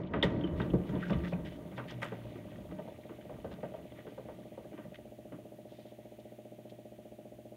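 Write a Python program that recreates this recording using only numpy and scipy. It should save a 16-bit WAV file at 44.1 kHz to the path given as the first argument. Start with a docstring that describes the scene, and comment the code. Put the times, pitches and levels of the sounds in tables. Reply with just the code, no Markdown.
"""Washing-machine drum coasting down

Heard from inside the tub: wet laundry, as shaped noise, rumbles, rustles and drags less and less.
Short noise bursts ringing the tub's resonances are its knocks, clatters, clicks and taps. Two harmonics
make a low drone near the tub's 176 Hz resonance, then the motor's sinking tone. Damped cabinet modes make
the pump's steady thumps, fifteen a second, over a mains hum; they stand out at the end.
A faint noise hiss fades in early on."""
import sys
import numpy as np
from scipy import signal
from scipy.fft import rfft, irfft
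from scipy.io import wavfile
from scipy.ndimage import uniform_filter1d

SR = 44100
rng = np.random.default_rng(int(sys.argv[2]) if len(sys.argv) > 2 else 0)


def dump(signal):
    """Clip the signal to [-1, 1] and save it as 16-bit WAV at the path in sys.argv[1]."""
    limited = np.clip(np.atleast_2d(signal).T, -1, 1)
    pcm = np.round(limited * 32767).astype(np.int16)
    wavfile.write(sys.argv[1], SR, pcm)


N = 333396
TIME = np.arange(N) / SR  # s

# the turning load, before the offsets below: (time [s], rumble [dB], rustle [dB])
LOAD_LEVELS = [(0, -44.5, -62), (0.14, -44.5, -70.5), (0.25, -38.5, -62), (0.75, -42, -68),
               (1.15, -47.5, -58.5), (1.4, -45, -73), (1.7, -52, -67.5), (2.15, -54.5, -61),
               (2.65, -55, -66.5), (3.2, -59, -65), (3.6, -54, -68), (4.2, -62, -65), (4.9, -60, -69),
               (5.15, -67.5, -71.5), (5.45, -61, -78), (5.85, -69.5, -69), (7.56, -66, -76.5)]
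# the weight of the load shifts and the tub heaves: (start [s], peak level [dB])
LOAD_HEAVES = [(0.51, -37.5), (0.6, -45), (0.71, -38), (0.89, -43.5), (1.12, -37.5), (1.36, -46),
               (1.52, -52), (2.65, -56), (2.95, -64), (3.44, -64)]
# relative spectra of sway, rumble and rustle: (frequency [Hz], density [dB per Hz])
SWAY_SPECTRUM = [(15, -29.5), (30, -23), (45, -7), (64, 3.5), (90, 0.5), (130, -36), (300, -83)]
RUMBLE_SPECTRUM = [(50, -21), (100, -6), (170, -2), (260, -2), (400, -9), (600, -11.5), (760, -20),
                   (1200, -24.5), (2000, -35.5), (4000, -66)]
RUSTLE_SPECTRUM = [(300, -13), (800, 10.5), (1300, -10.5), (2200, 6.5), (3200, -1), (4200, -5.5),
                   (5000, -14), (7000, -18), (9000, -70), (16000, -20)]
# laundry striking the tub; boom and knock are before fixed offsets:
# (time [s], knock [dB], boom [dB], clack [dB], knock centre [Hz])
LAUNDRY_BLOWS = [(0.135, -24, -29.5, -36.5, 430), (0.226, -17.5, -24, -35.5, 434),
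                 (0.258, -22, -29, -58, 313), (0.364, -36, -23, -71, 302), (0.437, -20.5, -33, -53, 301),
                 (0.598, -31, -24.5, -41.5, 355), (0.734, -14.5, -20, -58, 395),
                 (0.889, -33, -27, -54, 410), (1.096, -26, -19, -42.5, 564), (1.126, -30, -31, -47, 301),
                 (1.322, -26, -26, -53, 588), (1.719, -54, -36.5, -59, 603), (1.777, -47, -46, -43.5, 333),
                 (1.899, -53, -49, -54.5, 339), (2.019, -50, -39.5, -41, 659),
                 (2.118, -29, -38, -52.5, 520), (2.354, -34, -44, -58, 342), (2.71, -37, -39.5, -58.5, 350),
                 (2.785, -31, -41, -60, 544), (2.876, -33.5, -55, -73, 570), (3.091, -34.5, -56, -57, 356),
                 (3.293, -33, -46, -64.5, 605), (3.442, -28.5, -52, -60, 504),
                 (3.513, -48, -40, -56.5, 600), (3.629, -27, -36, -54, 547),
                 (3.738, -30.5, -60, -59.5, 595), (4.066, -33.5, -52, -57.5, 390),
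                 (4.176, -31, -48, -65, 535), (4.283, -33, -58, -60, 600), (4.574, -31, -64, -70, 513),
                 (4.729, -36, -64, -60.5, 335), (4.776, -42, -49, -54.5, 328), (4.845, -50, -39, -80, 615),
                 (5.321, -36, -39, -56.5, 305)]
# hard parts clattering: (time [s], level [dB], swell [s], centre [Hz])
HARD_PART_CLATTERS = [(0.228, -40.5, 0.0079, 2670), (2.015, -40, 0.013, 1820)]
# buttons and zips ticking on the drum: (time [s], level [dB], centre [Hz], bandwidth [octaves])
BUTTON_CLICKS = [(0.135, -53, 2900, 0.53), (0.226, -28.5, 3300, 0.45), (0.229, -30.5, 1940, 0.3),
                 (0.409, -56, 3000, 0.33), (0.436, -46.5, 3020, 0.099), (0.598, -45.5, 1580, 0.4),
                 (0.615, -50.5, 3270, 0.46), (0.701, -55, 2960, 0.4), (1.026, -42, 1510, 0.32),
                 (1.065, -50, 1495, 0.19), (1.104, -53.5, 1730, 2.6), (1.131, -49.5, 2600, 0.76),
                 (1.331, -49.5, 2370, 0.27), (1.907, -60.5, 5040, 0.69), (3.034, -63, 1964, 0.78),
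                 (3.92, -62, 1890, 1.3), (3.989, -60, 1820, 0.64), (4.943, -54.5, 1984, 1.3),
                 (4.955, -55, 2070, 1.2)]
# cloth dragging along the wall: (start [s], length [s], level [dB], centre [Hz])
CLOTH_DRAGS = [(0.558, 0.13, -56.5, 2180), (0.853, 0.12, -61.5, 2250), (0.996, 0.098, -54.5, 2010),
               (1.077, 0.032, -65, 4100), (1.231, 0.068, -47, 1680), (1.263, 0.091, -63.5, 3170),
               (1.28, 0.027, -72, 5800), (1.446, 0.059, -53, 2130), (1.496, 0.1, -62, 2230),
               (1.759, 0.065, -59.5, 2490), (1.875, 0.078, -52, 2300), (3.509, 0.044, -61, 2880),
               (3.95, 0.11, -63, 1680), (5.678, 0.29, -70, 3170), (6.191, 0.028, -68.5, 3200),
               (6.693, 0.029, -64.5, 3240)]
# resonances of the tub: (frequency [Hz], width [Hz], peak over the direct sound [dB])
TUB_RESONANCES = [(66, 16, 5), (128, 22, 3), (176, 24, 7), (290, 20, 1), (326, 30, 1), (434, 27, -1),
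                  (565, 40, -1), (615, 30, 1), (925, 45, 4), (1182, 40, 3), (1550, 50, 0), (1894, 55, 5),
                  (1973, 25, 2), (2984, 45, 4), (3241, 45, 5), (3463, 55, 5), (3644, 50, 2)]
# a low drone near the tub's 176 Hz resonance, then the motor's sinking tone, before random surges:
# (time [s], pitch [Hz], level [dB])
DRONE_THEN_MOTOR = [(0, 190, -50), (0.6, 179.2, -43), (1.35, 174.9, -43.5), (1.55, 150.1, -75),
                    (1.85, 123.5, -51), (2.2, 116.4, -50), (2.7, 98, -64), (3.0, 86, -63.5),
                    (4.0, 55.8, -86)]
# modes of the cabinet rung by the pump: (frequency [Hz], relative level [dB], t60 [s])
CABINET_MODES = [(219.7, -47.5, 0.15), (268.6, -50, 0.065), (323, -56.5, 0.26), (364.2, -61, 0.45),
                 (450.2, -29, 0.069), (449.4, -28, 0.055), (549.5, -52.5, 0.15), (607.6, -52.5, 0.2),
                 (673.7, -55, 0.24), (735, -60, 0.26), (810, -64.5, 0.16), (910, -63, 0.1)]
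# each thump of the pump and its rebounds: (delay [s], signed strength [ratio])
THUMP_REBOUNDS = [(0, 1), (0.00438, -0.43), (0.01005, 0.47)]
# relative spectrum of the hiss: (frequency [Hz], density [dB per Hz])
HISS_SPECTRUM = [(100, -11.5), (3000, 7.5), (5200, -4.5), (6600, 0), (7900, -4), (9500, 1.5), (10000, -0.5),
                 (10350, -5), (11000, -1), (16000, -0.5)]
# the hiss fades in: (time [s], level [dB])
HISS_FADE = [(0, -94), (0.3, -86), (0.6, -70), (0.9, -69), (7.56, -70)]

SWAY_DB, RUMBLE_DB, RUSTLE_DB = -9.5, 4, -1.5  # offsets; the sway is set against the rumble column
SWAY_WANDER_DB = 4  # rms
HEAVE_S, HEAVE_SKEW = 0.13, 0.74  # skew under 1: swells faster than it fades
# base contact time when clack and knock columns are equal; every HALVING_DB less clack halves it
SCRAPE_S, HALVING_DB = 0.0076, 25
KNOCK_T60_S, CLACK_T60_S = 0.25, 0.23
CLACK_HZ, CLACK_EDGE_DB = 1130, -5  # reference pitch; bright edge against the clack
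CLATTER_TREBLE_DB = -22.5  # the spray of treble, against the body of the clatter
CLICK_TAIL_DB, DRIER_DB_PER_OCTAVE = -18.5, -8  # the broader a click, the less it rings on
DRAG_OCTAVES, DRAG_GRAIN_DB, DRAG_SNAPS_PER_S, DRAG_SKEW = 1.05, 3.5, 4600, 0.63
TICKS_PER_S, TICK_DB, TICK_SPREAD_DB = 18, -1.5, 3.5  # level over the rustle; spread either way
TICK_LOW_HZ, TICK_HIGH_HZ = 900, 2900
TICK_CALM_DB, TICK_GROWTH = -56, 0.45  # dB louder for each dB of rumble above the calm level
THUMP_HZ, THUMP_PHASE_S, MAINS_HZ = 14.998, 0.0465, 60  # phase: a thump falls at this time
EDGE_HZ = 15780  # upper limit of the whole sound


def amp(db):
    """Logarithmic level: decibels to amplitude ratio."""
    return 10 ** (np.asarray(db) / 20)


def unit(x):
    """Normalisation by mean power: scales to rms 1."""
    return x / np.sqrt(np.mean(x ** 2) + 1e-20)


def curves(rows):
    """Linear interpolation: each column of a timed table, sample by sample."""
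    s, *columns = np.transpose(rows)
    return [np.interp(TIME, s, column) for column in columns]


def add(mix, s, sound):
    """Superposition: lays a sound into the mix at time s, or at zero if s is negative."""
    part = mix[max(round(s * SR), 0):][:len(sound)]
    part += sound[:len(part)]


def band(x, lo_hz, hi_hz, order=2):
    """Causal band-pass filtering with a Butterworth response."""
    sos = signal.butter(order, [lo_hz, hi_hz], "band", fs=SR, output="sos")
    return signal.sosfilt(sos, x)


def coloured(x, points):
    """Spectral shaping: weights the Fourier spectrum along a smooth curve."""
    hz, db = np.transpose(points)
    bins_hz = np.fft.rfftfreq(N, 1 / SR)
    gain = amp(np.interp(np.log(bins_hz + 1), np.log(hz), db))
    return irfft(rfft(x) * gain, N)


def drift(rate_hz):
    """Slow random fluctuation: noise under a Gaussian low-pass, of rms 1."""
    lowpass = np.exp(-(np.fft.rfftfreq(N, 1 / SR) / rate_hz) ** 2)
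    return unit(irfft(rfft(rng.standard_normal(N)) * lowpass, N))


def swell(length_s, skew):
    """Amplitude envelope: one smooth rise and fall, 1 at its top."""
    phase = np.linspace(0, 1, max(round(length_s * SR), 2))
    return np.sin(np.pi * phase ** skew)


def tub_response():
    """Modal resonance: an impulse of direct sound plus the decaying modes of the tub."""
    t = np.arange(SR // 4) / SR
    ring = np.zeros(len(t))
    for hz, width, db in TUB_RESONANCES:
        decay = np.exp(-np.pi * width * t)
        # scaled by width so that the peak gain is the level listed
        ring += amp(db) * 2 * np.pi * width / SR * decay * np.cos(2 * np.pi * hz * t)
    return ring + (t == 0)


def blow(tub, lo_hz, hi_hz, contact_s, tail_db, t60, order=2, rattle_db=0):
    """Impact excitation: a noisy contact force and its scattered tail ring the tub; peak rms 1."""
    t = np.arange(len(tub)) / SR
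    u = t / contact_s
    push = u * np.exp(1 - u)
    tail = amp(tail_db - 60 * t / t60) * (1 - np.exp(-u))
    # loose parts chatter, so the force comes in uneven jolts a few milliseconds long
    jolts = amp(rattle_db * unit(uniform_filter1d(rng.standard_normal(len(t)), size=150)))
    force = (push + tail) * jolts * rng.standard_normal(len(t))
    sound = signal.fftconvolve(band(force, lo_hz, hi_hz, order), tub)[:len(t)]
    peak_power = uniform_filter1d(sound ** 2, size=880).max()  # over 20 ms
    return sound / np.sqrt(peak_power)


def load_levels():
    """Level envelopes: sway, rumble and rustle settle with the load; each heave swells the sway."""
    rumble_db, rustle_db = curves(LOAD_LEVELS)
    heaves = np.zeros(N)
    for s, db in LOAD_HEAVES:
        add(heaves, s, amp(db) * swell(HEAVE_S, HEAVE_SKEW))
    sway = amp(rumble_db + SWAY_DB + SWAY_WANDER_DB * drift(3.4))
    return np.hypot(sway, heaves), amp(rumble_db + RUMBLE_DB), amp(rustle_db + RUSTLE_DB)


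def cloth_folds():
    """Granular friction: each fold scrapes as random snaps in its own band, in loud and soft clumps."""
    folds = np.zeros(N)
    # more uneven under a heavy load
    unevenness_db = np.interp(curves(LOAD_LEVELS)[0], [-66, -44], [1.4, 3.3])
    edges = np.geomspace(500, 15000, num=12)
    for lo_hz, hi_hz in zip(edges, edges[1:]):
        snaps = rng.standard_normal(N) * (rng.random(N) < 1800 / SR)
        size_db = unevenness_db * (drift(24) + np.minimum(rng.exponential(1, N), 4))
        folds += band(snaps * amp(size_db), lo_hz, hi_hz)
    return coloured(folds, RUSTLE_SPECTRUM)


def laundry(tub):
    """Random excitation: the load sways, rolls round in soft lumps and rubs the resonant wall."""
    sway_gain, rumble_gain, rustle_gain = load_levels()
    sway = unit(coloured(rng.standard_normal(N), SWAY_SPECTRUM))
    lump_db = 2.4 * drift(16)
    lumps = coloured(rng.standard_normal(N) * amp(lump_db), RUMBLE_SPECTRUM)
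    rumble = unit(signal.fftconvolve(lumps, tub)[:N])
    rustle = unit(signal.fftconvolve(cloth_folds(), tub)[:N])
    return sway * sway_gain + rumble * rumble_gain + rustle * rustle_gain


def knocks(tub):
    """Soft-body impact: deep boom, hollow knock and bright clack; more clack, longer contact."""
    out = np.zeros(N)
    for s, knock_db, boom_db, clack_db, knock_hz in LAUNDRY_BLOWS:
        contact_s = SCRAPE_S * 2 ** ((clack_db - knock_db) / HALVING_DB)
        boom = blow(tub, 122.5, 219, contact_s * 3.43, tail_db=-24, t60=0.1)
        knock = blow(tub, knock_hz * 0.76, knock_hz * 1.232, contact_s * 1.5,
                     tail_db=-2.5, t60=KNOCK_T60_S)
        clack = blow(tub, CLACK_HZ * 0.34, CLACK_HZ * 1.37, contact_s * 0.74,
                     tail_db=6.5, t60=CLACK_T60_S, order=5, rattle_db=2)
        edge = blow(tub, 1310, 2900, contact_s * 0.38, tail_db=-4, t60=0.35, order=4)
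        add(out, s, amp(boom_db - 8) * boom)
        add(out, s, amp(knock_db - 11.5) * knock)
        add(out, s, amp(clack_db) * clack)
        add(out, s, amp(clack_db + CLACK_EDGE_DB) * edge)
    return out


def clatters(tub):
    """Multiple impact: a grainy burst of hard contacts that reaches into the high treble."""
    out = np.zeros(N)
    for s, db, swell_s, hz in HARD_PART_CLATTERS:
        body = blow(tub, hz * 0.72, hz * 1.36, swell_s, tail_db=-5.5, t60=0.38, rattle_db=5.5)
        treble = blow(tub, 4400, 9200, swell_s, tail_db=-8, t60=0.3, order=1, rattle_db=4)
        add(out, s, amp(db) * body)
        add(out, s, amp(db + CLATTER_TREBLE_DB) * treble)
    return out


def clicks(tub):
    """Hard-body impact: very short contacts ring near the small part's pitch, with a thin bright tick."""
    out = np.zeros(N)
    for s, db, hz, octaves in BUTTON_CLICKS:
        half = 2 ** (octaves / 2)
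        tail_db = CLICK_TAIL_DB + DRIER_DB_PER_OCTAVE * octaves
        body = blow(tub, hz / half, hz * half, 0.0018, tail_db=tail_db, t60=0.26, order=3)
        tick = blow(tub, 4800, 12000, 0.00085, tail_db=-9, t60=0.29)
        add(out, s, amp(db) * body)
        add(out, s, amp(db - 39.5) * tick)
    return out


def snaps_in_cloth(length, per_s, grain_db):
    """Stick-slip friction: a dense random run of tiny snaps of uneven size."""
    snaps = rng.standard_normal(length) * (rng.random(length) < per_s / SR)
    return snaps * amp(grain_db * np.minimum(rng.exponential(1, length), 4))


def drags(tub):
    """Sliding friction: a garment's swell of snaps, in its own range of pitch, rings the tub."""
    out = np.zeros(N)
    half = 2 ** (DRAG_OCTAVES / 2)
    for s, length_s, db, hz in CLOTH_DRAGS:
        snaps = snaps_in_cloth(SR // 2, DRAG_SNAPS_PER_S, DRAG_GRAIN_DB)
        grains = band(snaps, hz / half, hz * half)
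        scrape = unit(signal.fftconvolve(grains, tub)[:SR // 2])
        shape = swell(length_s, DRAG_SKEW)
        add(out, s, amp(db) * shape * scrape[:len(shape)])
    return out


def ticks(tub):
    """Random impact: stray seams and hems tap at chance moments, harder while the load is heavy."""
    rumble_db, rustle_db = curves(LOAD_LEVELS)
    level_db = rustle_db + TICK_DB + TICK_GROWTH * (rumble_db - TICK_CALM_DB)
    out = np.zeros(N)
    for when, pitch, size in rng.random((round(TICKS_PER_S * N / SR), 3)):
        hz = TICK_LOW_HZ * (TICK_HIGH_HZ / TICK_LOW_HZ) ** pitch
        db = level_db[int(when * N)] + TICK_SPREAD_DB * (2 * size - 1)
        tap = blow(tub, hz / 1.4, hz * 1.38, 0.0015, tail_db=-16.5, t60=0.15, order=4)
        add(out, when * N / SR, amp(db) * tap)
    return out


def drone_then_motor():
    """Harmonic tone: a wavering low drone near a tub resonance, then the motor's sinking tone."""
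    hz, db = curves(DRONE_THEN_MOTOR)
    phase = 2 * np.pi * np.cumsum(hz * (1 + 0.0024 * drift(3.2))) / SR
    surge_db = 3 * drift(7)
    return amp(db + surge_db) * unit(np.sin(phase) + amp(-10) * np.sin(2 * phase))


def pump():
    """Periodic modal excitation: the pump's steady dull thumps ring the cabinet."""
    t = np.arange(SR // 3) / SR
    ring = np.zeros(len(t))
    for k, (hz, db, t60) in enumerate(CABINET_MODES):
        sense = (-1) ** k  # neighbouring panel modes swing in opposite senses
        ring += sense * amp(db - 60 * t / t60) * np.cos(2 * np.pi * hz * t)
    thump = np.zeros(len(t))
    for delay, strength in THUMP_REBOUNDS:
        add(thump, delay, strength * band(ring, 132, 767, order=4))
    out = np.zeros(N)
    # the first start is before zero, so that thump is laid at zero
    starts = np.arange(THUMP_PHASE_S - 1 / THUMP_HZ, N / SR, 1 / THUMP_HZ)
    for s, chance in zip(starts, rng.standard_normal(len(starts))):
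        add(out, s, amp(1.5 + 0.5 * chance) * thump)
    return out


def mains_hum():
    """Electromagnetic vibration: a steady pure tone at twice the mains frequency."""
    return amp(-61.5) * unit(np.sin(2 * np.pi * 2 * MAINS_HZ * TIME))


def hiss():
    """Stationary random noise: a faint microphone hiss, shaped in spectrum and faded in."""
    noise = unit(coloured(rng.standard_normal(N), HISS_SPECTRUM))
    return amp(curves(HISS_FADE)[0]) * noise


def scene():
    """Linear superposition of every source, as heard from inside the tub."""
    tub = tub_response()
    load = laundry(tub) + knocks(tub) + clatters(tub) + clicks(tub) + drags(tub) + ticks(tub)
    return (load + drone_then_motor() + pump() + mains_hum() + hiss())[None]


def record(dry):
    """Band limitation: a linear-phase low-pass removes the highest treble."""
    lowpass = signal.firwin(1023, EDGE_HZ, window=("kaiser", 9), fs=SR)
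    return signal.oaconvolve(dry, lowpass[None], "same")


dry = scene()
out = record(dry)
dump(out)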